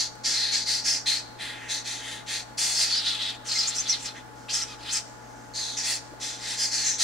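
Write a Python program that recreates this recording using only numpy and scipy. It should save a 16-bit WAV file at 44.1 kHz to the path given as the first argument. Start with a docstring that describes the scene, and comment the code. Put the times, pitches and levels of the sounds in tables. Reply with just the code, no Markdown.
"""In a plastic tub in a small room, two toucan chicks beg while they are fed.
Each rasp is a burst of fluttering air through throat and beak. At the food the calls turn into
gulping squawks, short notes and wavering squeals, and beaks and claws tap the plastic.
The tub throws the calls back, the room rings a little, and an appliance fan hums."""
import sys
import numpy as np
from scipy import signal
from scipy.fft import rfft, irfft, next_fast_len
from scipy.io import wavfile
from scipy.ndimage import map_coordinates

SR = 44100
rng = np.random.default_rng(int(sys.argv[2]) if len(sys.argv) > 2 else 0)


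def waveform_to_disk(signal):
    """Save audio, clipped to [-1, 1], as 16-bit WAV at the path in sys.argv[1]."""
    frames = np.transpose(np.atleast_2d(signal))
    scaled = np.clip(frames, -1, 1) * 32767
    samples = np.round(scaled).astype(np.int16)
    wavfile.write(sys.argv[1], SR, samples)


N = 310149

# How the tub boosts or weakens each frequency of the rasps and squawks: f/Hz, gain/dB
TUB_COLOUR = [(300, -29), (750, -6.5), (1150, -13), (1550, -2), (2000, -1), (3000, 0.5), (3600, 2.2),
              (4300, 3.2), (5100, 0.3), (6200, -0.5), (7400, 3), (10200, 1.14), (11800, -6), (15000, -5.5)]


def amp(db):
    """Turn decibels into a gain."""
    return 10 ** (np.asarray(db) / 20)


def unit(x):
    """Scale x to an average (rms) level of 1."""
    return x / np.sqrt(np.mean(x ** 2) + 1e-20)


def along(points, hz):
    """Read between (frequency, value) points on a log frequency axis."""
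    f, values = np.transpose(points)
    return np.interp(np.log(hz + 1), np.log(f + 1), values)


def wobble(rate, size):
    """A smooth curve through `rate` random points a second."""
    points = rng.standard_normal(int(size * rate / SR) + 4)
    return map_coordinates(points, [np.arange(size) * rate / SR])


def filtered(x, response):
    """Scale each frequency of x by response(hz)."""
    size = next_fast_len(N + SR // 2)
    return irfft(rfft(x, size) * response(np.fft.rfftfreq(size, 1 / SR)), size)[..., :N]


def pan(db):
    """Left and right gains, the left louder by db."""
    return amp([[db / 2], [-db / 2]])


def add(track, start, sound):
    """Mix a sound into a track at `start` seconds."""
    i = round(start * SR)
    sound = sound[..., max(-i, 0):max(N - i, 0)]
    track[..., max(i, 0):max(i, 0) + sound.shape[-1]] += sound


def fan(air_db=-47, drift_hz=9, faint_drift_rad=0.77, faint_gain_db=1):
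    """A fan's motor hums and whines over a soft rush of air."""
    # Colour of the rushing air: f/Hz, relative level/dB
    air_colour = [(25, -21), (55, -9), (85, -20), (160, -15.5), (280, -7), (400, -14.5), (750, -10),
                  (1100, -13.5), (1600, -15), (2600, -26.5), (7500, -31), (10000, -36.5), (15000, -42.5)]
    # How alike the rush is left and right: f/Hz, likeness (1 = the same)
    likeness = [(60, 0.23), (300, 0.58), (1000, 0.022), (5000, 0.042)]
    # Mains hum and fan whine: f/Hz, level/dB, left over right/dB, left lead/rad, phase drift/rad
    motor_tones = [(57, -65.5, -1, .5, 1), (119.6, -53.5, .3, .95, .04), (254.7, -63.5, -2, 0.89, 2.47),
                   (464.3, -60.5, 11.5, 3.4, 0.52), (852, -53.5, 11.5, 1.2, 0.16)]
    # Faint fan tones: f/Hz, level/dB (before faint_gain_db)
    faint_tones = [(1427, -63), (1491, -73), (1642, -76), (1701, -67)]

    def air_response(hz):
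        spread = np.arccos(along(likeness, hz)) / 2
        return amp(along(air_colour, hz)) * [np.cos(spread), np.sin(spread)]

    t = np.arange(N) / SR
    mid, side = filtered(rng.standard_normal((2, N)), air_response)
    out = amp(air_db) * unit(np.array([mid + side, mid - side]))
    for hz, db, side_db, lead, drift in motor_tones:
        phase = 2 * np.pi * hz * t + drift * wobble(drift_hz, N)
        out += amp(db) * pan(side_db) * unit(np.sin(phase + np.array([[lead / 2], [-lead / 2]])))
    for hz, db in faint_tones:
        phase = 2 * np.pi * hz * t + faint_drift_rad * wobble(drift_hz, N)
        out += amp(db + faint_gain_db) * unit(np.sin(phase))
    return out


def echoes(x, fade_times, delay_s):
    """A blur of reflections, different left and right; each frequency fades at its own speed."""
    hz, t, noise = signal.stft(rng.standard_normal((2, SR // 2)), SR, nperseg=256)
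    tail = signal.istft(noise * amp(-60 * t / along(fade_times, hz)[:, None]), SR, nperseg=256)[1]
    tail /= np.linalg.norm(tail, axis=1, keepdims=True)
    tail = np.pad(tail, ((0, 0), (int(delay_s * SR), 0)))
    return signal.fftconvolve(x, tail, axes=1)[:, :N]


def tub_bounces(call, bounce_db=-12):
    """The head moves between calls, so the first bounces off the tub differ each time and per side."""
    paths = rng.standard_normal((2, SR // 500))
    paths *= amp(bounce_db) / np.linalg.norm(paths, axis=1, keepdims=True)
    paths[:, 0] = 1  # the straight path
    paths /= np.linalg.norm(paths, axis=1, keepdims=True)
    return signal.fftconvolve(call[None], paths, axes=1)


def taps(ring_cycles=14, scratch_level=0.2, scratch_s=0.0044):
    """Beaks and claws tap the plastic: a tiny scratch and a ring that dies quickly."""
    # Taps on the tub: t/s, level/dB, f/Hz
    hits = [(.1544, -35, 8000), (4.2794, -47, 7940), (6.1188, -38, 328), (6.136, -35.5, 573)]
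    out, t = np.zeros(N), np.arange(SR // 10) / SR
    for start, db, hz in hits:
        ring = np.sin(2 * np.pi * hz * t) * amp(-60 * t * hz / ring_cycles)
        scratch = scratch_level * rng.standard_normal(len(t)) * amp(-60 * t / scratch_s)
        add(out, start, amp(db) * (ring + scratch))
    return out


def notes(top_at=0.363, droop=0.339, full_droop_s=0.106, jitter=0.016, harmonics_db=(0, -1, 0)):
    """The voice sounds three shaky harmonics whose pitch arches and sags at the end."""
    # Voiced notes inside the calls: t/s, length/s, top f/Hz, level/dB
    voiced = [(.522, 0.039, 2200, -31.5), (2.905, 0.12, 1520, -39.5), (3.035, 0.12, 1450, -42),
              (3.548, 0.036, 2110, -30.5), (3.91, .04, 2120, -38), (4.154, .04, 2060, -51),
              (4.565, 0.092, 1400, -46), (4.666, 0.094, 1270, -48.5), (4.915, 0.068, 1510, -48)]
    out = np.zeros(N)
    shake = 1 + jitter * wobble(500, N)
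    roughness = unit(amp(3 * wobble(400, N)))
    for start, length, top_hz, db in voiced:
        progress = np.linspace(0, 1, int(length * SR))
        arch = 1 - droop * min(length / full_droop_s, 1) ** 2 * (progress - top_at) ** 2
        pitch = top_hz * arch * shake[round(start * SR):][:len(progress)]
        phase = 2 * np.pi * np.cumsum(pitch) / SR
        tone = sum(amp(level) * np.sin(k * phase) for k, level in enumerate(harmonics_db, 1))
        add(out, start, amp(db) * np.sin(np.pi * progress) * tone)
    return out * roughness


def squeals(gain_db=1, jitter_hz=200, shake_rate=700, rough_rate=450, rough_db=4):
    """The syrinx, a bird's voice box, sounds short, hoarse, gliding whistles; the first one lies on the third
    harmonic of a voiced note."""
    # Squeals: t/s, length/s, first f/Hz, last f/Hz, level/dB (before gain_db)
    whistles = [(2.925, 0.034, 4420, 4620, -21.5), (2.959, 0.044, 4800, 5090, -25),
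                (3.577, 0.043, 5200, 4700, -24.5), (3.67, 0.029, 6300, 7500, -26),
                (3.775, 0.041, 5250, 6570, -28.5), (3.881, 0.052, 6150, 5250, -24),
                (3.925, 0.0286, 4250, 3600, -29.5), (4.483, 0.043, 2500, 3350, -38),
                (4.519, 0.051, 4950, 5550, -29), (4.616, 0.0253, 5250, 6000, -31)]
    out = np.zeros(N)
    shake = jitter_hz * wobble(shake_rate, N)
    roughness = unit(amp(rough_db * wobble(rough_rate, N)))
    for start, length, from_hz, to_hz, db in whistles:
        progress = np.linspace(0, 1, int(length * SR))
        pitch = from_hz + (to_hz - from_hz) * progress + shake[round(start * SR):][:len(progress)]
        swell = np.sqrt(2 * np.abs(np.sin(np.pi * progress)))
        add(out, start, amp(db + gain_db) * swell * np.sin(2 * np.pi * np.cumsum(pitch) / SR))
    return out * roughness


def airflow(flutter_hz, flutter_db, shake_hz, shake_db):
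    """Rushing air, chopped unevenly by the voice box."""
    noise = rng.standard_normal(N)
    return noise * unit(amp(flutter_db * wobble(flutter_hz, N) + shake_db * wobble(shake_hz, N)))


def breath(air, length):
    """A random stretch of airflow in short slices: frequencies, slice times, spectrum."""
    size = max(int(length * SR), 256)
    first = int(rng.random() * (N - size))
    hz, t, spectrum = signal.stft(air[first:first + size], SR, nperseg=256)
    return hz[:, None] + 1, t, spectrum


def resonance(hz, centre, q):
    """The power a hollow space passes around its centre frequency; a higher q is narrower."""
    return 1 / (1 + (q * (hz / centre - centre / hz)) ** 2) ** 3


def quiver(t, depth):
    """The beak never holds still: a factor near 1 that shakes a resonance."""
    sample_times = np.arange(int(t[-1] * SR) + 1) / SR
    return np.interp(t, sample_times, 1 + depth * wobble(91.3, len(sample_times)))


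def through_bird(spectrum, power):
    """Shape a breath by the power that throat and beak pass, and turn it back into sound."""
    return signal.istft(spectrum * np.sqrt(power), SR, nperseg=256)[1]


def squawks(beak_gain_db=-1, throat_growth=0.52, waver=0.033):
    """As a chick gulps, the high resonances swing with the beak; throat and gullet stay put."""
    # One list of points for each squawk: t/s, relative level/dB, beak resonance f/Hz
    gulps = [
        [(2.852, -24.0, 4900.0), (2.913, -15, 4280.0), (2.946, -14.5, 4470.0), (2.985, -17.0, 4330),
         (3.035, -21.0, 3620), (3.08, -12, 4230), (3.184, -25.5, 3320), (3.211, -17, 3630),
         (3.306, -20.5, 3750), (3.369, -44, 3900.0)],
        [(3.445, -44, 6240.0), (3.472, -24, 6220.0), (3.508, -15.5, 4600), (3.585, -15.5, 5200),
         (3.653, -18, 4430), (3.696, -20, 6400), (3.723, -26, 3430), (3.76, -17, 5600), (3.798, -21.5, 5770),
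         (3.832, -29, 5250.0), (3.865, -24, 3570.0), (3.9, -17, 5630), (3.951, -20, 3750.0),
         (3.983, -32, 4540.0), (4.026, -31, 7490.0), (4.062, -19.5, 5100), (4.128, -43.5, 3590.0)],
        [(4.484, -39.5, 2260.0), (4.496, -23.5, 4700), (4.543, -13.5, 6200), (4.581, -16.5, 5300),
         (4.622, -18.5, 5370), (4.662, -40, 6040), (4.73, -32.5, 4490.0), (4.766, -52, 3770.0)],
        [(4.787, -48, 4740.0), (4.832, -33, 4160.0), (4.887, -24.5, 3270), (4.93, -17.0, 6200),
         (4.973, -12, 5660), (5.019, -36, 5740.0)],
    ]
    out = np.zeros((2, N))
    air = airflow(flutter_hz=400.4, flutter_db=1, shake_hz=91, shake_db=1)
    for points in gulps:
        times, levels, centres = np.transpose(points)
        start = times[0]
        hz, t, spectrum = breath(air, times[-1] - start)
        db = np.interp(start + t, times, levels)
        beak_hz = np.exp(np.interp(start + t, times, np.log(centres))) * quiver(t, waver)
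        beak = resonance(hz, beak_hz, q=2.08)
        upper = amp(-10) ** 2 * resonance(hz, 1.354 * beak_hz, q=2.6)
        overtone = amp(-21) ** 2 * resonance(hz, 2.25 * beak_hz, q=5.1)
        hiss = amp(-23) ** 2 / (1 + (hz / (1.4 * beak_hz)) ** 10) + amp(-33) ** 2
        # throat and open gullet swell less than the beak
        throat = amp(-20 + throat_growth * db) ** 2 * resonance(hz, 2300, q=0.4)
        gullet = amp(-15 + throat_growth * db) ** 2 * resonance(hz, 1230, q=2.6)
        power = amp(db + beak_gain_db) ** 2 * (beak + upper + overtone + hiss) + throat + gullet
        add(out, start, tub_bounces(through_bird(spectrum, power)))
    return filtered(out, lambda hz: amp(along(TUB_COLOUR, hz)))


def rasps(gain_db=-0.5, throat_hz=1900, upper_hz=6030, edge_hz=10000, fade_power=1.82, waver=0.018):
    """Air swells and fades through a steady throat and a moving beak, hissing most at full effort."""
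    # Begging rasps: t/s, rise/s, fall/s, relative level/dB, beak first f/Hz, beak last f/Hz, beak q,
    # then, compared with the beak: throat/dB, upper resonance/dB, hiss/dB
    calls = [(-.07, 0.029, 0.16, -13, 4420, 4600, 2.4, -10.5, -3, -17),
             (.233, .04, .22, -14, 5000, 5350, 1.52, -8, -18, -20),
             (.31, .11, 0.2, -12.5, 4200, 4200, 3, -10.5, -13.5, -28),
             (.51, 0.032, 0.14, -13, 4600, 4400, 2.2, -9, -5, -20.5),
             (0.651, .048, 0.18, -12.5, 4400, 5050, 2.9, -13, -8, -17),
             (.836, 0.042, 0.17, -10.5, 5150, 5340, 2.6, -11.5, -8, -17.5),
             (1.056, 0.023, 0.18, -11, 4020, 4570, 3.1, -8.5, -8.5, -17),
             (1.382, 0.042, 0.21, -26, 3660, 3570, 1.8, 3.5, -39, -12.5),
             (1.5, 0.15, .22, -34.5, 2190, 2220, 3.5, 7.5, -9, -17),
             (1.68, 0.037, 0.14, -18.5, 3840, 4300, 2.6, -6.5, -2.5, -13.5),
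             (1.836, 0.047, 0.21, -24.5, 4000, 3560, 1.8, -1.5, -0.5, -11.5),
             (1.98, .12, .17, -26, 3200, 3900, 2.7, .5, -9, -12),
             (2.257, 0.074, .13, -22.5, 3400, 4600, 1.3, -1, -2.5, -8.5),
             (2.571, 0.026, 0.36, -15.5, 5130, 4160, 2.4, -19, -2, -9),
             (2.735, .08, 0.11, -12, 4950, 4700, 2.4, -14, -6, -12.5),
             (4.135, .037, 0.063, -38.5, 3300, 3600, 3.5, 7.5, -4, -16),
             (4.342, 0.046, .22, -46, 5240, 5600, 1.5, -11, -8, -16),
             (5.062, 0.32, 0.32, -47, 5560, 6050, 1.8, -12, -10, -25),
             (5.533, .045, .32, -19, 4390, 3720, 3.2, -14.5, -4.5, -19.5),
             (5.766, .008, 0.2, -17.5, 5800, 4670, 2.4, -9.5, -5, -22),
             (5.815, 0.087, 0.12, -19, 4220, 5240, 2, -8.5, -2.5, -6),
             (6.195, 0.042, .21, -28, 4320, 3280, 0.93, -1.5, 5, -8.5),
             (6.37, .16, .065, -25, 4400, 4400, 1, -1, -2, -9),
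             (6.56, 0.055, 0.13, -13.5, 5000, 4720, 4.2, -13, -4, -15),
             (6.698, 0.049, 0.29, -16, 4800, 3650, 3.7, -9.5, -0.5, -16.5),
             (6.836, 0.029, .14, -9.5, 6140, 6060, 3.5, -15, -18, -25),
             (6.975, 0.057, 0.064, -15, 3920, 4800, 2.4, -8.5, 4, -7.5)]
    out = np.zeros((2, N))
    air = airflow(flutter_hz=420, flutter_db=0.7, shake_hz=70, shake_db=0.24)
    for start, rise, fall, db, from_hz, to_hz, q, throat_db, upper_db, hiss_db in calls:
        length = rise + fall
        hz, t, spectrum = breath(air, length)
        ramp = np.interp(t, [0, rise, length], [0, 1, 0])
        effort = np.sin(np.pi / 2 * ramp) ** np.where(t < rise, 1, fade_power)
        beak_hz = np.interp(t, [0, length], [from_hz, to_hz]) * quiver(t, waver)
        treble_cut = 1 / (1 + (hz / edge_hz) ** 10)
        beak = resonance(hz, beak_hz, q)
        overtone = amp(-21) ** 2 * resonance(hz, 2.53 * beak_hz, q=3) * treble_cut
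        hiss = amp(hiss_db) ** 2 * effort * (treble_cut + amp(-17) ** 2)
        throat = amp(throat_db) ** 2 * resonance(hz, throat_hz, q=1.05)
        upper = amp(upper_db) ** 2 * resonance(hz, upper_hz * quiver(t, waver), q=2.52)
        # throat and beak partly cancel each other just below the beak resonance
        dip = 1 - 0.36 * resonance(hz, 0.76 * beak_hz, q=4.5)
        power = effort ** 2 * (beak + overtone + hiss + throat + upper) * dip
        add(out, start, tub_bounces(amp(db + gain_db) * through_bird(spectrum, power)))
    return filtered(out, lambda hz: amp(along(TUB_COLOUR, hz)))


def scene(near_db=-0.5, room_db=-19):
    """The chicks in their tub, the room around them and the fan; the treble scatters most."""
    # Sound that arrives by way of the walls: f/Hz, share of the power
    scattered = [(2000, 0.23), (4000, 0.3), (8000, 0.48), (13000, 0.76)]
    # Echo of the tub and nearby walls: f/Hz, time to fade by 60 dB/s
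    wall_fade = [(1000, 0.073), (12000, 0.047)]
    # Echo of the room: f/Hz, time to fade by 60 dB/s
    room_fade = [(1000, 0.78), (5000, 0.69), (8000, 0.69), (13000, 0.072)]
    chicks = pan(0.72) * (rasps() + squawks() + notes() + squeals() + taps())
    direct = filtered(chicks, lambda hz: np.sqrt(1 - along(scattered, hz)))
    walls = echoes(chicks, wall_fade, delay_s=0.0007)
    walls = filtered(walls, lambda hz: np.sqrt(along(scattered, hz)))
    room = echoes(chicks, room_fade, delay_s=0.008)
    return amp(near_db) * (direct + walls) + amp(room_db) * room + fan()


def record(dry, top_hz=15750):
    """Cut away the very highest treble."""
    return filtered(dry, lambda hz: hz < top_hz)


dry = scene()
out = record(dry)
waveform_to_disk(out)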